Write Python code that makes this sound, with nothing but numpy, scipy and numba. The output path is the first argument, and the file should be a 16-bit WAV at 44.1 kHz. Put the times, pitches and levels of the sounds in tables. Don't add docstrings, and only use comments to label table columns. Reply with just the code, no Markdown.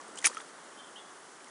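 import sys
import numpy as np
from scipy import signal
from scipy.fft import rfft, irfft, next_fast_len
from scipy.io import wavfile
from scipy.ndimage import uniform_filter1d
from numba import njit

SR = 44100
rng = np.random.default_rng(int(sys.argv[2]) if len(sys.argv) > 2 else 0)


def put_to_file(sound):
    columns = np.atleast_2d(sound).T
    safe = np.clip(columns, -1, 1)
    whole_steps = np.round(safe * 32767)
    wavfile.write(sys.argv[1], SR, whole_steps.astype(np.int16))


def boost(x):
    u = np.asarray(x, float) / 20
    return 10 ** u


N = 66150
T = np.arange(N) / SR
BUBBLE_RISE = .004
BUBBLE_ATTACK = .25


def unit(x):
    return x / np.sqrt(np.mean(x ** 2))


def noise_band(centre_hz, width_hz):
    low_hz = max(centre_hz - width_hz / 2, 20)
    high_hz = min(low_hz + width_hz, .45 * SR)
    sos = signal.butter(2, [low_hz, high_hz], "band", fs=SR, output="sos")
    return unit(signal.sosfilt(sos, rng.standard_normal(N)))


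def walk(rate_hz):
    hold = int(SR / rate_hz)
    steps = np.repeat(rng.standard_normal(N // hold + 1), hold)
    return 1.3 * uniform_filter1d(uniform_filter1d(steps, hold), hold)[:N]


@njit
def rings(rows, n, sr, rise, attack):
    out = np.zeros(n)
    for s, hz, size, cycles, phase in rows:
        tau = cycles / hz / 2
        start = s if attack > 0 else s - tau
        first = max(int(start * sr) + 1, 0)
        for i in range(first, min(n, first + int(6 * tau * sr))):
            u = (i / sr - start) / tau
            phase += 2 * np.pi * hz * (1 + rise * u) / sr
            if attack > 0:
                shape = 2 * (1 - np.exp(-u / attack)) * np.exp(-u)
            else:
                shape = (u * np.exp(1 - u)) ** 2
            out[i] += size * shape * np.sin(phase)
    return out


def ring(time_s, pitch_hz, peak_db, cycles, rise, attack=BUBBLE_ATTACK):
    phase = 2 * np.pi * rng.random(len(time_s))
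    rows = np.stack([time_s, pitch_hz, boost(peak_db), cycles, phase], 1)
    return rings(rows, N, 1. * SR, 1. * rise, 1. * attack)


def outdoors():
    # pitch_hz, level_db (per Hz)
    spectrum = [(80, 4.5), (600, -3), (1250, -0.5), (1900, -5.5), (2500, -14.5), (4500, -14.8), (6300, -12),
                (10500, -13)]
    level_db, flicker_db = -49.5, .35
    fade_db, fade_hz = 4, 2200
    hz_at, db_at = np.array(spectrum).T
    size = next_fast_len(N)
    f = np.maximum(np.arange(size // 2 + 1) * SR / size, 1)
    noise = rfft(rng.standard_normal(size)) * boost(np.interp(np.log(f), np.log(hz_at), db_at))
    fade = np.clip(1 - T / 1.45, 0, 1)
    out = np.zeros(N)
    for octave in np.arange(4, 15, .5):
        share = np.cos(np.pi * np.clip(np.log2(f) - octave, -.5, .5)) ** 2
        low_share = 1 / (1 + (2 ** octave / fade_hz) ** 2)
        db = flicker_db * walk(14.7) + fade_db * fade * low_share
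        out += boost(db) * irfft(noise * share, size)[:N]
    return boost(level_db) * out / np.std(out[-N // 4:])


def chorus():
    return boost(-68.5 + 1.2 * walk(12)) * noise_band(3130, 640)


def pockets():
    # start_s, pitch_hz, peak_db, ring_cycles
    pocket_rows = [(.0005, 1140, -44, 10.424), (.089, 460, -47, 4.3), (0.1744, 3030, -41, 14),
                   (.178, 2950, -43, 8.3), (0.1879, 3270, -36.5, 9), (.191, 3330, -42, 11),
                   (0.205, 3100, -46, 6), (0.2259, 2033, -39.5, 9.5), (0.244, 1940, -18, 2.9),
                   (0.2438, 3560, -26, 3), (.2452, 2500, -25, 3), (0.2465, 3130, -19, 3.5),
                   (.246, 430, -42, 4), (.2555, 300, -41, 3), (.2665, 900, -36, 4),
                   (0.2485, 1800, -24, 3.1), (0.2503, 2250, -18.5, 3), (0.2524, 2450, -20.5, 4.2),
                   (.2528, 2220, -16, 6), (.2548, 2250, -22, 6.2), (0.2582, 2970, -30, 4.6),
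                   (0.2567, 1766, -27.5, 7.63), (0.2599, 3340, -23, 2.5), (.2657, 2000, -20.5, 2.5),
                   (.2668, 1180, -34, 2), (0.2681, 1250, -26, 4.2), (.2691, 2200, -28, 6.7),
                   (.2714, 2200, -21.5, 2.614), (.2745, 990, -37.5, 3), (.287, 950, -46, 4.6),
                   (0.2993, 1040, -37, 3.3), (.3051, 520, -44, 4.3), (0.3158, 1200, -38, 4),
                   (0.3314, 1750, -41, 5), (0.3482, 1360, -37, 3), (.354, 3200, -48, 15),
                   (.381, 3250, -45.5, 14), (0.3698, 1294, -30.5, 13), (.3697, 2060, -38, 2.9),
                   (0.37, 3000, -40, 4.4), (0.3722, 3200, -39, 4.4), (0.387, 1310, -39, 5),
                   (0.402, 1900, -37, 3), (.402, 900, -43, 3.4), (0.4048, 1500, -41, 4),
                   (0.4054, 3400, -38, 5), (.417, 1510, -40, 5.1), (1.405, 2350, -51, 9),
                   (1.4448, 3066, -50.5, 7.12), (1.472, 2060, -47.5, 8.1)]
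    tick_db, tick_ratio = -7, 1.66
    start_s, pitch_hz, peak_db, cycles = np.array(pocket_rows).T
    bubbles = ring(start_s, pitch_hz, peak_db, cycles, BUBBLE_RISE)
    ticks = ring(start_s, tick_ratio * pitch_hz, peak_db + tick_db, np.ones(len(start_s)), 0)
    return bubbles + ticks


def spray():
    # centre_s, pitch_hz, peak_db, ring_cycles
    film_rows = [(.2418, 8500, -34, 6), (.2441, 6000, -15, 1.5), (.2441, 9300, -20, 2),
                 (.2465, 9000, -28, 4), (.2509, 5800, -22, 4), (.2535, 8300, -22, 10),
                 (.2548, 9600, -17, 5), (.2552, 6500, -22, 5), (.2576, 6200, -9, 4.5),
                 (.2574, 9000, -15, 5), (.2614, 9800, -6.5, 7), (.2615, 6900, -18, 3.5),
                 (.264, 9500, -25, 6), (.2657, 9000, -24, 4), (.2661, 5000, -27, 3), (.268, 6200, -20, 5),
                 (.2691, 9800, -10, 6), (.269, 7100, -15.5, 4), (.2702, 9800, -16, 5),
                 (.2714, 8500, -18, 4), (.2743, 9600, -14, 4), (.2744, 6500, -20, 4), (.2767, 6000, -26, 5),
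                 (.2786, 7200, -27, 6), (.281, 9700, -32, 8), (.2522, 9000, -26, 6), (.2538, 5900, -25, 5),
                 (.2766, 9000, -30, 5), (.2793, 8800, -31, 5), (.2745, 3600, -32, 3)]
    # centre_s, pitch_hz, peak_db, ring_cycles
    drop_rows = [(.014, 6316, -35.5, 3), (.082, 8830, -37.5, 9.4), (.128, 8500, -44.5, 4.1),
                 (0.1577, 8500, -32, 6), (.1575, 6500, -41, 4), (.162, 7300, -37, 3),
                 (0.1708, 8500, -36, 6), (.1748, 5200, -33.5, 2.7), (.1768, 7168, -31, 5),
                 (.1735, 7000, -37, 4), (.175, 8800, -36, 5), (.182, 7000, -38, 3), (.1845, 6300, -35, 4),
                 (0.1858, 8700, -28, 6), (0.1855, 6900, -32, 5), (0.1885, 7430, -26, 5.8),
                 (.1883, 8800, -29, 6), (.191, 8900, -34, 8), (.1932, 9000, -38, 8), (0.1938, 5500, -36, 3),
                 (.2045, 7500, -38, 5.5), (.217, 6800, -33.5, 6), (0.218, 9800, -39, 6),
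                 (.2262, 7000, -39, 3.2), (.227, 9000, -37, 5), (.234, 6000, -43, 5),
                 (0.3465, 5836, -38, 13.3), (.348, 9550, -33, 9), (.354, 8200, -39.5, 5),
                 (.358, 4800, -47, 2.7), (.369, 6500, -36, 2.7), (0.375, 9500, -35, 8),
                 (.377, 6450, -34, 2.3), (0.3794, 6300, -33, 6), (.399, 8000, -38, 4.6),
                 (0.4097, 7000, -33.5, 2.734), (.4155, 9900, -37, 9.4), (1.445, 9140, -35, 3.4),
                 (1.484, 6500, -39.5, 3.8)]
    drops_db, edge_db, edge_ratio = -3.5, -10, .66
    centre_s, pitch_hz, peak_db, cycles = np.array(film_rows + drop_rows).T
    peak_db[len(film_rows):] += drops_db
    spindles = ring(centre_s, pitch_hz, peak_db, cycles, 0, 0)
    edges = ring(centre_s, edge_ratio * pitch_hz, peak_db + edge_db, np.full(len(centre_s), 1.2), 0, 0)
    return spindles + edges


def churn():
    # time_s, level_db
    stir_points = [(.15, -75), (.185, -52), (.205, -63.5), (.238, -52), (.246, -34), (.256, -29),
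                   (.263, -33), (.27, -30.5), (.285, -45), (.31, -54), (.45, -62.5)]
    stir_s = .5
    fizz_per_s, fizz_cycles, scatter_db = 4000, 3.9, 1.5
    low_hz, high_hz, tilt_db_per_octave = 900, 10100, 7
    slosh_db, hiss_db = -21, -2
    start, pitch, luck = rng.random((3, int(fizz_per_s * stir_s)))
    octaves = pitch * np.log2(high_hz / low_hz)
    db = tilt_db_per_octave * octaves - scatter_db * np.log(luck + 1e-3)
    fizz = ring(start * stir_s, low_hz * 2 ** octaves, db, np.full(len(db), fizz_cycles), BUBBLE_RISE)
    fizz /= np.std(fizz[:SR // 2])
    slosh = boost(slosh_db) * noise_band(382, 490)
    hiss = boost(hiss_db) * noise_band(7500, 6500)
    stir = boost(np.interp(T, *np.array(stir_points).T)) * (T < stir_s)
    return stir * (fizz + slosh + hiss)


def bird():
    # start_s, length_s, from_hz, to_hz, level_db
    notes_sung = [(.49, .03, 3200, 3250, -67), (.7715, .011, 3060, 3160, -52),
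                  (.785, .035, 3180, 3100, -50.5), (.812, .052, 3190, 3140, -56.5),
                  (.782, .035, 3480, 3520, -60), (.83, .03, 3300, 3520, -61), (.866, .034, 3050, 3170, -60),
                  (.9562, .013, 2880, 3200, -44), (.9655, .011, 3150, 3290, -47.5),
                  (.973, .026, 3210, 3260, -51.5), (.956, .018, 2820, 2850, -57),
                  (.973, .034, 2840, 2890, -54), (.974, .025, 3450, 3640, -56),
                  (.996, .015, 3480, 3400, -53), (1.007, .032, 3320, 3380, -56),
                  (1.05, .016, 3340, 3380, -60), (1.073, .026, 3380, 3380, -62),
                  (.865, .03, 3380, 3380, -64), (1.01, .05, 3020, 3120, -66)]
    bird_db, rasp_db = -.5, -16
    trill_hz, trill_depth, roughness = 130, .25, .15
    echo_db, echo_t60_s = -10, .18
    rasp = boost(rasp_db) * noise_band(3200, 800)
    out = np.zeros(N)
    for start_s, length_s, from_hz, to_hz, level_db in notes_sung:
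        u = np.clip((T - start_s) / length_s, 0, 1)
        phase = 2 * np.pi * np.cumsum(from_hz + (to_hz - from_hz) * u ** .81) / SR
        trill = 1 - trill_depth * np.sin(2 * np.pi * trill_hz * (T - start_s)) + roughness * walk(300)
        envelope = np.clip(np.minimum(5 * u, 4 * (1 - u)), 0, 1)
        out += boost(level_db + bird_db) * envelope * (trill * np.sin(phase) + rasp)
    t = T[:SR // 2]
    echo = rng.standard_normal(len(t)) * np.exp(-np.log(1000) * t / echo_t60_s)
    return out + boost(echo_db) * signal.fftconvolve(out, echo / np.linalg.norm(echo))[:N]


def scene():
    return (outdoors() + chorus() + pockets() + spray() + churn() + bird())[None]


def top_cut(x):
    return signal.sosfilt(signal.butter(12, 11770, fs=SR, output="sos"), x)


def record(dry):
    top_hz, bottom_hz = 10520, 270
    low_pass = signal.firwin(1201, top_hz, window=("kaiser", 8), fs=SR)
    high_pass = signal.butter(3, bottom_hz, "high", fs=SR, output="sos")
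    mix = signal.sosfilt(high_pass, signal.fftconvolve(dry, low_pass[None], "same"))
    return top_cut(mix)


dry = scene()
out = record(dry)
put_to_file(out)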